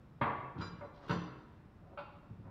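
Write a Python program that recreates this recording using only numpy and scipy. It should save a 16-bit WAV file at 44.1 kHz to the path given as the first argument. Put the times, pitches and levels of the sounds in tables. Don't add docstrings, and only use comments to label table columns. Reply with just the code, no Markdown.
import sys
import numpy as np
from scipy import signal
from scipy.io import wavfile

SR = 44100
rng = np.random.default_rng(int(sys.argv[2]) if len(sys.argv) > 2 else 0)


def log_audio(samples):
    frames = np.atleast_2d(samples).T
    limited = np.clip(frames, -1, 1)
    pcm = np.round(limited * 32767).astype(np.int16)
    wavfile.write(sys.argv[1], SR, pcm)


N = 110250

# start_s, iron_name, rim_level_db, iron_level_db, ring_lowpass_hz,
# then crack_level_db (per half octave) at each of CRACK_POINT_HZ
KNOCKS = [ (.212, "holder", -41.5, -60, 3680, -51.5, -50.5, -44, -46.5, -64, -99, -85.5),
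          (.247, "holder", -46.5, -70.5, 1350, -61, -53, -43.5, -73.5, -68.5, -100, -100),
          (0.291, "holder", -54, -67.5, 1750, -67.5, -55.5, -58, -62.5, -88.5, -100, -102),
          (.606, "lever", -62.5, -59.5, 1710, -54, -68.5, -62.5, -66.5, -72.5, -96, -108),
          (.809, "holder", -62.5, -60, 2390, -61, -68, -62, -79.5, -94, -102, -110),
          (.822, "holder", -63, -54.5, 725, -66.5, -62.5, -69.5, -79, -96, -104, -110),
          (1.081, "lever", -85, -59.5, 10000, -60.5, -65.5, -62.5, -70, -68.5, -88, -89),
          (1.094, "lever", -55.5, -49, 5820, -46.5, -59, -47.5, -58.5, -63, -96, -94.5),
          (1.108, "lever", -57, -46, 10000, -50.5, -55.5, -56.5, -62, -65.5, -93, -92),
          (1.974, "holder", -85, -52, 3620, -64, -81.5, -69, -70, -72, -102, -104),
          (1.986, "holder", -69.5, -53, 5960, -80, -75, -61, -80, -71, -100, -103)]
CRACK_POINT_HZ = [280, 600, 1100, 2100, 3900, 6000, 12000]
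# pitch_hz, level_db, t60_s
RIM_MODES = [(460.7, -9.5, 0.87), (536, -7.5, 0.2), (589.4, -4.5, 0.1), (689, -19.5, 0.13),
             (791, -16, 0.13), (855, -12.5, 0.12), (971.7, 0, 0.61), (1067.2, -4.5, 0.17),
             (1132.6, -4.5, 0.46), (1168, -1.5, 0.43), (1463, -14.5, 0.17), (1643, -11, 0.24),
             (1756, -10.5, 0.46), (2058, -11, 0.45), (2108, -11, 0.15), (2584, -32, .15),
             (3825, -24.5, 0.072)]
IRON_MODES = { "lever": [(461.6, -1, .2), (1033.6, -5.5, 0.2), (1386, -6.5, 0.047), (1529, -9, 0.074),
              (1759, -15.5, 0.13), (2376, -25.5, 0.084), (2663, -16.5, 0.19), (2910, -17, .2),
              (3115, -19, 0.33), (3470, -19, 0.44), (3600, -25, .12), (3940, -31.5, 0.18),
              (4180, -20, 0.22), (4390, -23.5, 0.18), (4640, -20, 0.37), (4817, -24, .25),
              (5170, -26.5, 0.17), (5600, -36, .12), (5940, -23.5, 0.5), (6180, -35.5, 0.16),
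              (7015, -31, 0.2), (7660, -42, .25), (8700, -43, .12)], "holder": [(581.5, -3.5, 0.14),
              (870.6, -6.5, 0.099), (1046.4, -6.5, .3), (1375.5, -5, 0.1), (1494, -9, 0.097),
              (2250, -17.5, 0.23), (2530, -16, .25), (2746, -16.5, 0.26), (3140, -24, 0.11),
              (3500, -29.5, 0.19), (4007, -33, 0.15), (4470, -25, 0.15), (4770, -31.5, .1)]}
# pitch_hz, level_db, after_ring_t60_s
SQUEAL_MODES = [(1392, -57, .5), (2360, -64, .4), (3550, -73.5, .4), (3970, -60.5, 0.27), (4893, -60, 0.32),
                (5540, -77.5, .5), (5770, -75.5, 1.3), (6120, -85.5, .3), (7050, -75.5, .55),
                (9400, -92, .25)]
# start_s, thump_level_db,
# then mode_level_db for each of TYRE_MODES
THUDS = [(0.209, -42, -47.5, -42.5, -51.5, -54.5), (0.553, -53, -58, -54.5, -56, -63.5),
         (.586, -53.5, -45, -50, -47, -60), (.724, -61, -59.5, -62, -58, -70.5),
         (1.094, -45.5, -46.5, -41.5, -42, -49), (1.134, -47.5, -67, -61, -44.5, -59.5),
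         (2.3, -60, -50.5, -62, -57, -76), (2.39, -64, -56, -71, -70, -75),
         (2.441, -62, -56, -71, -60.5, -71.5)]
# pitch_hz, t60_s
TYRE_MODES = [(101, 0.36), (134, 0.37), (176, 0.28), (306, 0.97)]
# start_s, length_s, level_db, low_edge_hz, high_edge_hz
SCRAPES = [(0.546, .06, -50, 205, 394), (0.559, 0.075, -50, 890, 1470), (0.575, 0.038, -64.5, 2260, 4540),
           (0.93, 0.051, -76.5, 2850, 5050), (1.006, 0.1, -68, 2260, 5000), (0.937, 0.12, -57, 253, 1300),
           (1.809, 0.13, -58.5, 116, 760), (2.408, 0.074, -61.5, 283, 1160)]
# band_hz, t60_s
HALL_T60 = [(100, 0.68), (250, 0.86), (600, 1), (1200, 0.92), (2500, 0.93), (5000, 0.74), (10000, 0.52)]
# delay_s, level_db
ECHOES = [(.0032, 4.5), (0.014, 1.5), (0.018, 2.5), (.037, -12.5)]
# band_hz, level_db
RUMBLE = [(25, -79), (50, -71), (80, -65), (130, -62.5), (250, -69), (600, -75.5), (1200, -75.5),
          (2400, -84), (5000, -92), (8000, -99), (15000, -97.5)]

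RING_TIME_S = np.arange(int(1.3 * SR)) / SR
RING_COUNT = len(RING_TIME_S)
BAND_EDGES_HZ = 22 * 2 ** (np.arange(20) / 2)
BAND_CENTRES_HZ = np.sqrt(BAND_EDGES_HZ[1:] * BAND_EDGES_HZ[:-1])

CRACK_T60_S, CHATTER_DECAY_S, CHATTER_DB = 0.13, 0.0031, -22.5
PAIR_SPLIT_FRACTION, PAIR_DB = 0.0074, -4
RING_BUILD_S = 0.00082
RING_DIRECT_DB, TYRE_DIRECT_DB = -5, 2
RIM_RATTLE_RAD, IRON_RATTLE_RAD, RATTLE_POINTS_PER_S = 0.65, 1.51, 110.4

SQUEAL_START_S, SQUEAL_RISE_S, SQUEAL_HOLD_S, SQUEAL_T60_S = 0.609, 0.0094, 0.069, 0.11
AFTER_RING_DB, SQUEAL_ROOM_DB = -5, -6.5
SQUEAL_JITTER_FRACTION, JITTER_POINTS_PER_S = 0.0031, 150
SQUEAL_FLUTTER_DB, FLUTTER_POINTS_PER_S = 3, 57

THUMP_LOW_HZ, THUMP_HIGH_HZ, THUMP_T60_S = 82.6, 268.4, 0.076
TYRE_LOW_HZ, TYRE_HIGH_HZ = 75, 830
SLIPS_PER_S, SLIP_SPREAD_DB, SCRAPE_SWELL_DB = 450, 4, 12.5
TAIL_DB, TAIL_BUILD_S = 4.5, 0.0018
RUMBLE_WAVER_DB, RUMBLE_POINTS_PER_S = 0.57, 16
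CUTOFF_HZ = 15700


def amp(db):
    return 10 ** (np.asarray(db) / 20)


def at_hz(points, hz):
    point_hz, value = np.transpose(points)
    return np.interp(np.log(hz), np.log(point_hz), value)


def unit(x):
    return x / np.sqrt(np.sum(x ** 2) * 10 / SR + 1e-20)


def add(out, start_s, x):
    i = int(start_s * SR)
    out[i:i + len(x)] += x[:max(len(out) - i, 0)]


def band(x, low_hz, high_hz, order=3):
    sos = signal.butter(order, [low_hz, high_hz], "band", fs=SR, output="sos")
    return signal.sosfilt(sos, x)


def noise_bands(count):
    bands = []
    for low_hz, high_hz in zip(BAND_EDGES_HZ, BAND_EDGES_HZ[1:]):
        noise = rng.standard_normal(count + SR // 4)
        bands.append(band(noise, low_hz, high_hz)[-count:])
    bands = np.array(bands)
    return bands / bands.std(axis=1, keepdims=True)


def waver(count, points_per_s):
    position = np.arange(count) / SR * points_per_s
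    return np.interp(position, np.arange(400), rng.standard_normal(400))


def fade(t60_s):
    return np.exp(-np.log(1000) * RING_TIME_S / t60_s)


def through(x, response):
    return signal.fftconvolve(x, response)[:RING_COUNT]


def mode(pitch_hz, t60_s, room, rattle_rad=0, direct_db=RING_DIRECT_DB):
    phase = 2 * np.pi * pitch_hz * RING_TIME_S
    phase = phase + rattle_rad * waver(RING_COUNT, RATTLE_POINTS_PER_S)
    twin_ratio = 1 + PAIR_SPLIT_FRACTION * rng.choice([-1, 1])
    pair = np.sin(phase) + amp(PAIR_DB) * np.sin(phase * twin_ratio)
    build = 1 - np.exp(-RING_TIME_S / RING_BUILD_S)
    ring = rng.choice([-1, 1]) * pair * fade(t60_s) * build
    return unit(amp(direct_db) * unit(ring) + unit(through(ring, room)))


def struck_body(modes, room, rattle_rad):
    return sum(amp(level_db) * mode(pitch_hz, t60_s, room, rattle_rad)
               for pitch_hz, level_db, t60_s in modes)


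def knocks(room):
    out = np.zeros(N)
    rim = struck_body(RIM_MODES, room, RIM_RATTLE_RAD)
    irons = {name: struck_body(modes, room, IRON_RATTLE_RAD) for name, modes in IRON_MODES.items()}
    for start_s, iron_name, rim_db, iron_db, lowpass_hz, *crack_db in KNOCKS:
        chatter = rng.standard_normal(RING_COUNT) * np.exp(-RING_TIME_S / CHATTER_DECAY_S)
        ring = amp(rim_db) * rim + amp(iron_db) * irons[iron_name]
        ring = ring + amp(CHATTER_DB) * through(ring, chatter / np.linalg.norm(chatter))
        softening = signal.butter(6, lowpass_hz, fs=SR, output="sos")
        softened = signal.sosfilt(softening, ring)
        add(out, start_s, softened + crack(crack_db, room))
    return out


def crack(levels_db, room):
    edges_hz = np.geomspace(CRACK_POINT_HZ[0], 16000, 24)
    log_centres = np.log(edges_hz[1:] * edges_hz[:-1]) / 2
    band_db = np.interp(log_centres, np.log(CRACK_POINT_HZ), levels_db)
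    gains = amp(band_db) / np.sqrt(2)
    bursts = [through(rng.standard_normal(RING_COUNT) * fade(CRACK_T60_S), room) for _ in range(2)]
    out = np.zeros(RING_COUNT)
    for k, gain in enumerate(gains):
        burst = bursts[k % 2]
        out += gain * unit(band(burst, edges_hz[k], edges_hz[k + 1]))
    return out


def squeal(room):
    out = np.zeros(N)
    rise = np.minimum(RING_TIME_S / SQUEAL_RISE_S, 1)
    released_s = np.maximum(RING_TIME_S - SQUEAL_HOLD_S, 0)
    driven = np.exp(-np.log(1000) * released_s / SQUEAL_T60_S)
    for pitch_hz, level_db, t60_s in SQUEAL_MODES:
        envelope = rise * (driven + amp(AFTER_RING_DB) * fade(t60_s))
        jitter = 1 + SQUEAL_JITTER_FRACTION * waver(RING_COUNT, JITTER_POINTS_PER_S)
        phase = 2 * np.pi * np.cumsum(pitch_hz * jitter) / SR
        flutter = amp(SQUEAL_FLUTTER_DB * waver(RING_COUNT, FLUTTER_POINTS_PER_S))
        tone = unit(np.sin(phase) * envelope * flutter)
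        heard = tone + amp(SQUEAL_ROOM_DB) * unit(through(tone, room))
        add(out, SQUEAL_START_S, amp(level_db) * unit(heard))
    return out


def thuds(room):
    out = np.zeros(N)
    modes = np.array([mode(pitch_hz, t60_s, room, direct_db=TYRE_DIRECT_DB)
                      for pitch_hz, t60_s in TYRE_MODES])
    for start_s, thump_db, *mode_db in THUDS:
        burst = rng.standard_normal(RING_COUNT) * fade(THUMP_T60_S)
        thump = band(burst, THUMP_LOW_HZ, THUMP_HIGH_HZ)
        add(out, start_s, amp(thump_db) * unit(through(thump, room)) + amp(mode_db) @ modes)
    return band(out, TYRE_LOW_HZ, TYRE_HIGH_HZ, order=4)


def scrapes(room):
    out = np.zeros(N)
    for start_s, length_s, level_db, low_hz, high_hz in SCRAPES:
        slipping = rng.random(RING_COUNT) < SLIPS_PER_S / SR
        sign = np.sign(rng.standard_normal(RING_COUNT))
        size = amp(SLIP_SPREAD_DB * rng.standard_normal(RING_COUNT))
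        swell = amp(SCRAPE_SWELL_DB * np.minimum(RING_TIME_S / length_s, 1))
        slips = slipping * sign * size * swell * (RING_TIME_S < length_s)
        add(out, start_s, amp(level_db) * unit(band(through(slips, room), low_hz, high_hz)))
    return out


def hall():
    tail = np.zeros(RING_COUNT)
    for noise, hz in zip(noise_bands(RING_COUNT), BAND_CENTRES_HZ):
        tail += noise * np.sqrt(hz) * fade(at_hz(HALL_T60, hz))
    tail = tail * (1 - np.exp(-RING_TIME_S / TAIL_BUILD_S))
    response = amp(TAIL_DB) * tail / np.linalg.norm(tail)
    response[0] += 1
    for delay_s, level_db in ECHOES:
        response[int(delay_s * SR)] += amp(level_db)
    return response / np.linalg.norm(response)


def rumble():
    out = np.zeros(N)
    for noise, hz in zip(noise_bands(N), BAND_CENTRES_HZ):
        level_db = at_hz(RUMBLE, hz) + RUMBLE_WAVER_DB * waver(N, RUMBLE_POINTS_PER_S)
        out += noise * amp(level_db)
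    return out


def scene():
    room = hall()
    work = knocks(room) + squeal(room) + thuds(room) + scrapes(room)
    return (work + rumble())[None]


def record(dry):
    lowpass = signal.ellip(10, 0.1, 70, CUTOFF_HZ, fs=SR, output="sos")
    return signal.sosfilt(lowpass, dry)


dry = scene()
out = record(dry)
log_audio(out)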